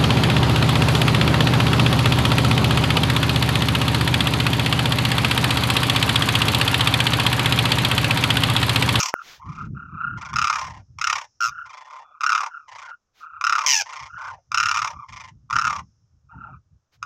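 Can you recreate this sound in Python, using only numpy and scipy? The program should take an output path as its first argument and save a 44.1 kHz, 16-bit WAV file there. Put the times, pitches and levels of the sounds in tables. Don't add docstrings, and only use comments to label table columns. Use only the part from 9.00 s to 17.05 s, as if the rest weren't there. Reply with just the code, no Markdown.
import sys
import numpy as np
from scipy import signal
from scipy.fft import rfft, irfft, next_fast_len
from scipy.io import wavfile
from scipy.ndimage import map_coordinates

SR = 44100
rng = np.random.default_rng(int(sys.argv[2]) if len(sys.argv) > 2 else 0)


def put_to_file(sound):
    columns = np.atleast_2d(sound).T
    safe = np.clip(columns, -1, 1)
    whole_steps = np.round(safe * 32767)
    wavfile.write(sys.argv[1], SR, whole_steps.astype(np.int16))


N = 355005
TIME = np.arange(N) / SR
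LEAD_S = .014
TAUT_HZ = 1397.5

# frequency in Hz, gain in dB.
TRILL_RESONANCE = [(1900, 7.5), (2650, 4), (3500, -4), (4500, -10.5), (5500, 4), (6600, -5.5), (8300, -23),
                   (13500, -35), (16000, -36)]
# frequency in Hz, gain in dB.
SQUAWK_RESONANCE = [(1700, -8), (2700, 0), (3900, -15), (5400, 2.5), (6100, 2.5), (8400, -23),
                    (11300, -33.5), (13300, -19), (16000, -41.5)]


def from_db(db):
    return 10 ** (np.asarray(db) / 20)


def rms_one(x):
    return x / np.sqrt(np.mean(x ** 2) + 1e-20)


def curves(rows, t):
    s, *columns = np.transpose(rows)
    return [np.interp(t, s, c) for c in columns]


def gain_at(colour, hz):
    points, db = np.transpose(colour)
    return from_db(np.interp(np.log(hz + 1), np.log(points), db))


def noise(colour, size):
    padded = next_fast_len(size)
    hz = np.fft.rfftfreq(padded, 1 / SR)
    spectrum = rfft(rng.standard_normal(padded)) * gain_at(colour, hz)
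    return rms_one(irfft(spectrum, padded)[:size])


def drift(rate, size):
    at = np.arange(size) * rate / SR
    return map_coordinates(rng.standard_normal(int(at[-1]) + 3), [at], order=3, mode="nearest")


def cut(x, hz, kind, order=2):
    return signal.sosfilt(signal.butter(order, hz, kind, fs=SR, output="sos"), x)


def add(out, start_s, sound):
    at = round(start_s * SR)
    first, last = np.clip([at, at + len(sound)], 0, N)
    out[first:last] += sound[first - at:last - at]


def cycles_at(per_s, jitter, jitter_rate):
    unsteady_per_s = per_s * (1 + jitter * drift(jitter_rate, len(per_s)))
    return np.cumsum(unsteady_per_s) / SR


def arch(share):
    return (2 * share - 1) ** 2


def throb_times(length_s, period_s, unsteady_s=.0007):
    t = np.arange(round(length_s / period_s) + 1) * period_s
    return t + unsteady_s * rng.standard_normal(len(t))


def syrinx(cycles, pitch_hz, throat, rasp, hiss_edge_hz=1850):
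    orders = np.arange(2, 13)[:, None]
    harmonics = gain_at(throat, orders * pitch_hz) * np.sin(2 * np.pi * orders * cycles)
    stack = np.sum(harmonics, axis=0)
    hiss = cut(noise(throat, len(cycles)), hiss_edge_hz, "high", order=4)
    overtones = rms_one(rms_one(stack) + rasp * rms_one(hiss))
    return np.sin(2 * np.pi * cycles), overtones / np.sqrt(2)


def throb(puffs_db, spacing_s, width_s, pitch_hz, overtones_db, jitter, rasp, sag=.03, bend=.08):
    t = np.arange(int(.055 * SR)) / SR - LEAD_S
    throat = SQUAWK_RESONANCE if overtones_db > 2 else TRILL_RESONANCE
    sagging_hz = pitch_hz * (1 + sag * (.5 - t / spacing_s).clip(-2, 1))
    out = np.zeros(len(t))
    for k, level_db in enumerate(puffs_db, -1):
        centre = spacing_s * (k + abs(np.sign(k)) * rng.normal(0, .09))
        opening = np.exp(-.5 * ((t - centre) / width_s) ** 2)
        bent_hz = sagging_hz * (1 + bend * (opening - .8))
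        cycles = cycles_at(bent_hz, jitter, 900) + rng.random()
        tone, overtones = syrinx(cycles, bent_hz, throat, rasp)
        effort_db = 0.64 * (level_db - max(puffs_db))
        rich = from_db(overtones_db + effort_db) * opening ** 0.967 * overtones
        out += from_db(level_db) * (opening * tone + rich)
    return out


def trills(uneven_db=1.9252, uneven_hz=28, puff_fall_db=10.0):
    # start in seconds, length in seconds, top pitch in Hz, nominal peak in dB,
    # swell from the start in dB, fade by the end in dB, second puff in dB re the first,
    # overtones in dB re the fundamental before slackness brightens them.
    near_trills = [(-0.139, 0.2298, 1273, -12.5, 8, 17.5, -4, 4.5),
                   (1.332, 0.3647, 1313, -11.5, 7.5, 22, -2, -6),
                   (1.988, 0.25, 1294, -13, 12.5, 24, -5, -2),
                   (3.209, 0.2415, 1364, -7.5, 7.5, 16, -2.5, -9.5),
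                   (4.413, 0.2448, 1347, -9, 8, 15, -1.5, -8.5), (5.518, 0.2696, 1344, -10, 7.5, 8, -3, -4),
                   (5.764, 0.17, 1229, -15, 1.5, 28.5, -4, -6), (6.502, 0.2728, 1337, -12, 8.5, 16, 1, -10),
                   (8.028, 0.23, 1360, -12.5, 7.5, 16, -5, -8)]
    throb_s, swell_s = .0284, 0.057
    fade_curve = 2.1
    sag_hz_per_db = 15.5
    slack_range_hz = 263.5
    out = np.zeros(N)
    for start_s, length_s, top_hz, peak_db, swell_db, fade_db, second_db, overtones_db in near_trills:
        for t in throb_times(length_s, throb_s):
            swelling = max(1 - t / swell_s, 0) ** 2
            fading = (max(t - swell_s, 0) / (length_s - swell_s)) ** fade_curve
            effort_db = -swell_db * swelling - fade_db * fading
            pitch_hz = top_hz + sag_hz_per_db * effort_db + uneven_hz * rng.standard_normal()
            slack = np.clip((TAUT_HZ - pitch_hz) / slack_range_hz, 0, 1) * (1 - swelling)
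            fall_db = puff_fall_db - 6 * slack
            puffs_db = np.array([-28.5, 0, second_db, second_db - fall_db, second_db - 2 * fall_db])
            puffs_db = puffs_db + peak_db + effort_db + uneven_db * rng.standard_normal(len(puffs_db))
            sound = throb(puffs_db, spacing_s=.007, width_s=0.0011 + 0.0015 * slack, pitch_hz=pitch_hz,
                          overtones_db=overtones_db + 1.2 * slack,
                          jitter=.02 + .1 * slack, rasp=.5 + .7 * slack)
            add(out, start_s + t - LEAD_S, sound)
    return out


def ground_scatter(calls, wet_db=-12.0, t60_s=0.075, dull_hz=4500):
    t = TIME[:SR // 2]
    dull_noise = cut(rng.standard_normal(len(t)), dull_hz, "low", order=1)
    tail = dull_noise * from_db(-60 * t / t60_s) * (t > .002)
    return from_db(wet_db) * signal.fftconvolve(calls, tail / np.linalg.norm(tail))[:N]


def lingering_hiss(calls, linger_db=-41.0, t60_s=1.4):
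    t = TIME[:2 * SR]
    tail = cut(rng.standard_normal(len(t)), [5000, 6800], "band") * from_db(-60 * t / t60_s)
    return from_db(linger_db) * signal.fftconvolve(calls, tail / np.linalg.norm(tail))[:N]


def plain_hush(level_db=-79):
    # frequency in Hz, gain in dB.
    hush_colour = [(40, 6), (900, -5.5), (1300, -3.5), (2000, -15.5), (4500, -17), (5400, -9),
                   (6600, -10.5), (9000, -34)]
    return from_db(level_db) * noise(hush_colour, N)


def gust_level_db():
    # start in seconds, length in seconds,
    # level in dB before lumps and filtering.
    gust_rows = [(0.46, 0.966, -39), (1.5, 0.32, -46), (1.9, 0.269, -52), (2.434, 0.136, -50.5),
                 (3.699, 0.161, -62.5), (4.325, 0.817, -67.5), (5.032, 0.2914, -52.5),
                 (5.54, 0.4605, -46.5), (6.096, 0.6, -49.5), (6.546, 0.2904, -40), (6.897, 0.45, -56),
                 (7.357, 0.1685, -43.5), (7.657, 0.0925, -54.5), (8.037, 0.102, -46)]
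    breeze_db = -84
    rise_db_per_s, ease_db_per_s, fall_db_per_s = 322, 1.5, 166.5
    level_db = np.full(N, float(breeze_db))
    for start_s, length_s, peak_db in gust_rows:
        t = TIME - start_s
        loss_db = np.maximum(-rise_db_per_s * t, ease_db_per_s * t)
        loss_db = loss_db + fall_db_per_s * np.maximum(t - length_s, 0)
        level_db = np.maximum(level_db, peak_db - loss_db)
    return level_db


def wind(eddy_onset_db=-43.0):
    # frequency in Hz, gain in dB.
    buffet_colour = [(25, -25.5), (50, -7), (80, 4), (130, 0), (200, -22.5), (700, -68)]
    # frequency in Hz, gain in dB.
    eddy_colour = [(70, -24.5), (150, 3), (230, -8), (330, -17.5), (900, -57.5)]
    level_db = gust_level_db()
    lumps_db = 8.5 * np.tanh(.8 * drift(20, N)) - 3.5
    eddies = from_db(0.92 * (level_db - eddy_onset_db) - 3.5) * noise(eddy_colour, N)
    buffeting = from_db(level_db + lumps_db) * (noise(buffet_colour, N) + eddies)
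    return cut(cut(buffeting, 900, "low", order=3), 32, "high")


def far_calls(level_trim_db=1.5, overtones_db=-21.5, puffs_per_s=155, throbs_per_s=33,
              throb_db=4.5, chirp=0.051, uneven_db=5.0):
    # start in seconds,
    # length in seconds, peak in dB before the trim, mid pitch in Hz, glide in Hz.
    distant_voices = [(0.125, 0.104, -39, 1373, -100), (0.389, 0.3094, -42, 1228, 380.5),
                      (0.741, 0.197, -38.5, 1350, -100), (0.91, 0.292, -34, 1362, 143.5),
                      (1.194, 0.188, -37, 1430, 157.5), (1.614, 0.237, -55, 853.6, -250),
                      (2.488, 0.206, -42, 1415, 7), (2.97, 0.1564, -57, 820, -220),
                      (3.019, 0.1737, -53, 1256, 46.5), (3.441, 0.2454, -43, 1372, -280),
                      (3.811, 0.1402, -42, 1451, -130), (4.197, 0.22, -41.5, 1325, -12.5),
                      (5.068, 0.253, -39, 1444, 187), (5.27, 0.1476, -52.5, 860, -350),
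                      (5.869, 0.2083, -48.5, 1168, -84.5), (7.285, 0.2948, -44, 1345, -69),
                      (7.301, 0.234, -54.5, 880.4, -170)]
    edge_db, arch_hz = 3.5, 74.1
    out = np.zeros(N)
    for start_s, length_s, peak_db, mid_hz, glide_hz in distant_voices:
        share = np.linspace(0, 1, int(length_s * SR))
        throbs = 2 * np.pi * cycles_at(np.full(len(share), throbs_per_s), .1, 20)
        contour_hz = mid_hz + glide_hz * (share - .5) - arch_hz * arch(share)
        pitch_hz = contour_hz * (1 + chirp * np.cos(throbs))
        level_db = peak_db + level_trim_db - edge_db * arch(share)
        swell = from_db(level_db) * signal.windows.tukey(len(share), .25)
        puffs = cycles_at(np.full(len(share), puffs_per_s), .13, 120)
        opening = puff_train(puffs, sharpness=0.571)
        jitter = 0.015 * (TAUT_HZ / pitch_hz) ** 2
        cycles = cycles_at(pitch_hz, jitter, 350)
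        tone, overtones = syrinx(cycles, pitch_hz, TRILL_RESONANCE, rasp=0.15)
        roll = from_db(throb_db * np.sin(throbs) + uneven_db * drift(19, len(share)))
        add(out, start_s, swell * opening * roll * (tone + from_db(overtones_db) * overtones))
    return cut(out, 3100, "low", order=7)


def puff_train(puffs, sharpness):
    opening = np.exp(-sharpness * (1 + np.cos(2 * np.pi * puffs)))
    rms = np.sqrt(np.i0(2 * sharpness) * np.exp(-2 * sharpness))
    return opening / rms * signal.windows.tukey(len(puffs), .03)


def tick(time_s=0.1405, peak_db=-5.5, width_s=0.0001728):
    u = (TIME - time_s) / width_s
    return from_db(peak_db) * np.exp(.5 * (1 - u ** 2)) * (u + .08 * rng.standard_normal(N))


def rustle():
    # start in seconds, length in seconds, level in dB before the bell.
    swishes = [(0.182, 0.2388, -45), (4.123, 0.1594, -58), (7.908, 0.075, -63.5)]
    # frequency in Hz, gain in dB.
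    swish_colour = [(300, -7), (1500, 0), (3600, 0), (6500, -5), (8500, -23.5), (15000, -17)]
    out = np.zeros(N)
    for start_s, length_s, level_db in swishes:
        size = int(length_s * SR)
        add(out, start_s, from_db(level_db) * np.hanning(size) * noise(swish_colour, size))
    return out


def purrs(puffs_db=(-12.0, 1.5, 3.0, 1.5, -3.0, -8.0)):
    # start in seconds,
    # length in seconds, throb period in seconds, level in dB before the puff levels,
    # mid pitch in Hz, glide in Hz, overtones in dB re the fundamental.
    soft_throbbing = [(0.46, 0.185, 0.031, -44, 1212, 199.5, -2.5),
                      (1.176, 0.124, 0.0376, -33, 1131, 68, -2),
                      (1.712, 0.0693, 0.0269, -42, 1019, -90, -3),
                      (2.659, 0.1744, 0.03794, -37, 1130, -120, -3),
                      (2.872, 0.1364, 0.0288, -36, 1078, -110, -9),
                      (3.684, 0.1892, 0.0339, -36.5, 1072, 51.5, -1),
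                      (4.861, 0.198, 0.0332, -32, 1126, 74, -1),
                      (5.184, 0.136, 0.02963, -29.5, 1115, -81, -10),
                      (6.088, 0.1728, 0.03817, -37, 1120, -28.5, 2)]
    edge_db, arch_hz = 6, 88.25
    out = np.zeros(N)
    for start_s, length_s, period_s, peak_db, mid_hz, glide_hz, overtones_db in soft_throbbing:
        for t in throb_times(length_s, period_s):
            share = t / length_s
            level_db = peak_db - edge_db * arch(share)
            pitch_hz = mid_hz + glide_hz * (share - .5) - arch_hz * arch(share)
            sound = throb(level_db + np.array(puffs_db), spacing_s=.00642, width_s=0.00193,
                          pitch_hz=pitch_hz, overtones_db=overtones_db, jitter=0.11, rasp=0.067)
            add(out, start_s + t - LEAD_S, sound)
    return cut(out, 5500, "low", order=1)


def squawks(clear_db=-3.0):
    # time in seconds, puffs per second, pitch in Hz, level in dB,
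    # overtones in dB re the fundamental.
    squawk_paths = [
        [(2.4035, 116, 1406, -21, -10.5), (2.45, 115, 1352, -16, -9), (2.499, 118, 1220, -29.5, -5.5)],
        [(4.661, 146, 1073, -29, 14.5), (4.72, 141, 970, -29.5, 16.5), (4.76, 88, 872, -32.5, 18.5),
         (4.80, 83, 837, -29, 8.5), (4.823, 107, 740, -28, 10)],
    ]
    out = np.zeros(N)
    for rows in squawk_paths:
        t = np.arange(rows[0][0], rows[-1][0], 1 / SR)
        per_s, pitch_hz, level_db, overtones_db = curves(rows, t)
        puffs = cycles_at(per_s, .005, 120)
        slowing = 1 - per_s / per_s.max()
        opening = puff_train(puffs, sharpness=1.48 * (1 - slowing) ** 1.6)
        locked_cycles = (puffs % 1 - .5) * pitch_hz / per_s
        tone, overtones = syrinx(locked_cycles, pitch_hz, SQUAWK_RESONANCE, rasp=1.0)
        buzz = opening ** 0.735 * tone + from_db(overtones_db) * opening * overtones
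        phase = 2 * np.pi * cycles_at(pitch_hz, .006, 400)
        clear = (np.sin(2 * phase) + .5 * np.sin(3 * phase)) * signal.windows.tukey(len(t), .1)
        share = np.clip(2 * slowing, 0, 1)
        mixed = np.sqrt(1 - .5 * share) * buzz + 2 * from_db(clear_db) * share * clear
        add(out, t[0], from_db(level_db) * mixed)
    return out


def whistle():
    # time in seconds, pitch in Hz, level in dB.
    whistle_path = [(2.692, 2990, -56), (2.77, 3427, -60.5), (3.15, 3460, -72.5)]
    t = np.arange(whistle_path[0][0], whistle_path[-1][0], 1 / SR)
    pitch_hz, level_db = curves(whistle_path, t)
    tone = np.sin(2 * np.pi * cycles_at(pitch_hz, 0.0033, 200))
    out = np.zeros(N)
    add(out, t[0], from_db(level_db) * tone * signal.windows.tukey(len(t), .1))
    return out


def scene():
    calls = cut(trills() + far_calls() + purrs() + squawks(), 440, "high", order=5)
    air = ground_scatter(calls) + lingering_hiss(calls) + plain_hush()
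    return (calls + air + wind() + tick() + rustle() + whistle())[None]


def record(dry, ceiling=.8, cutoff_hz=15900):
    rounded = dry / (1 + (dry / ceiling) ** 8) ** (1 / 8)
    return signal.sosfilt(signal.ellip(10, .1, 90, cutoff_hz, fs=SR, output="sos"), rounded)


dry = scene()
out = record(dry)
put_to_file(out)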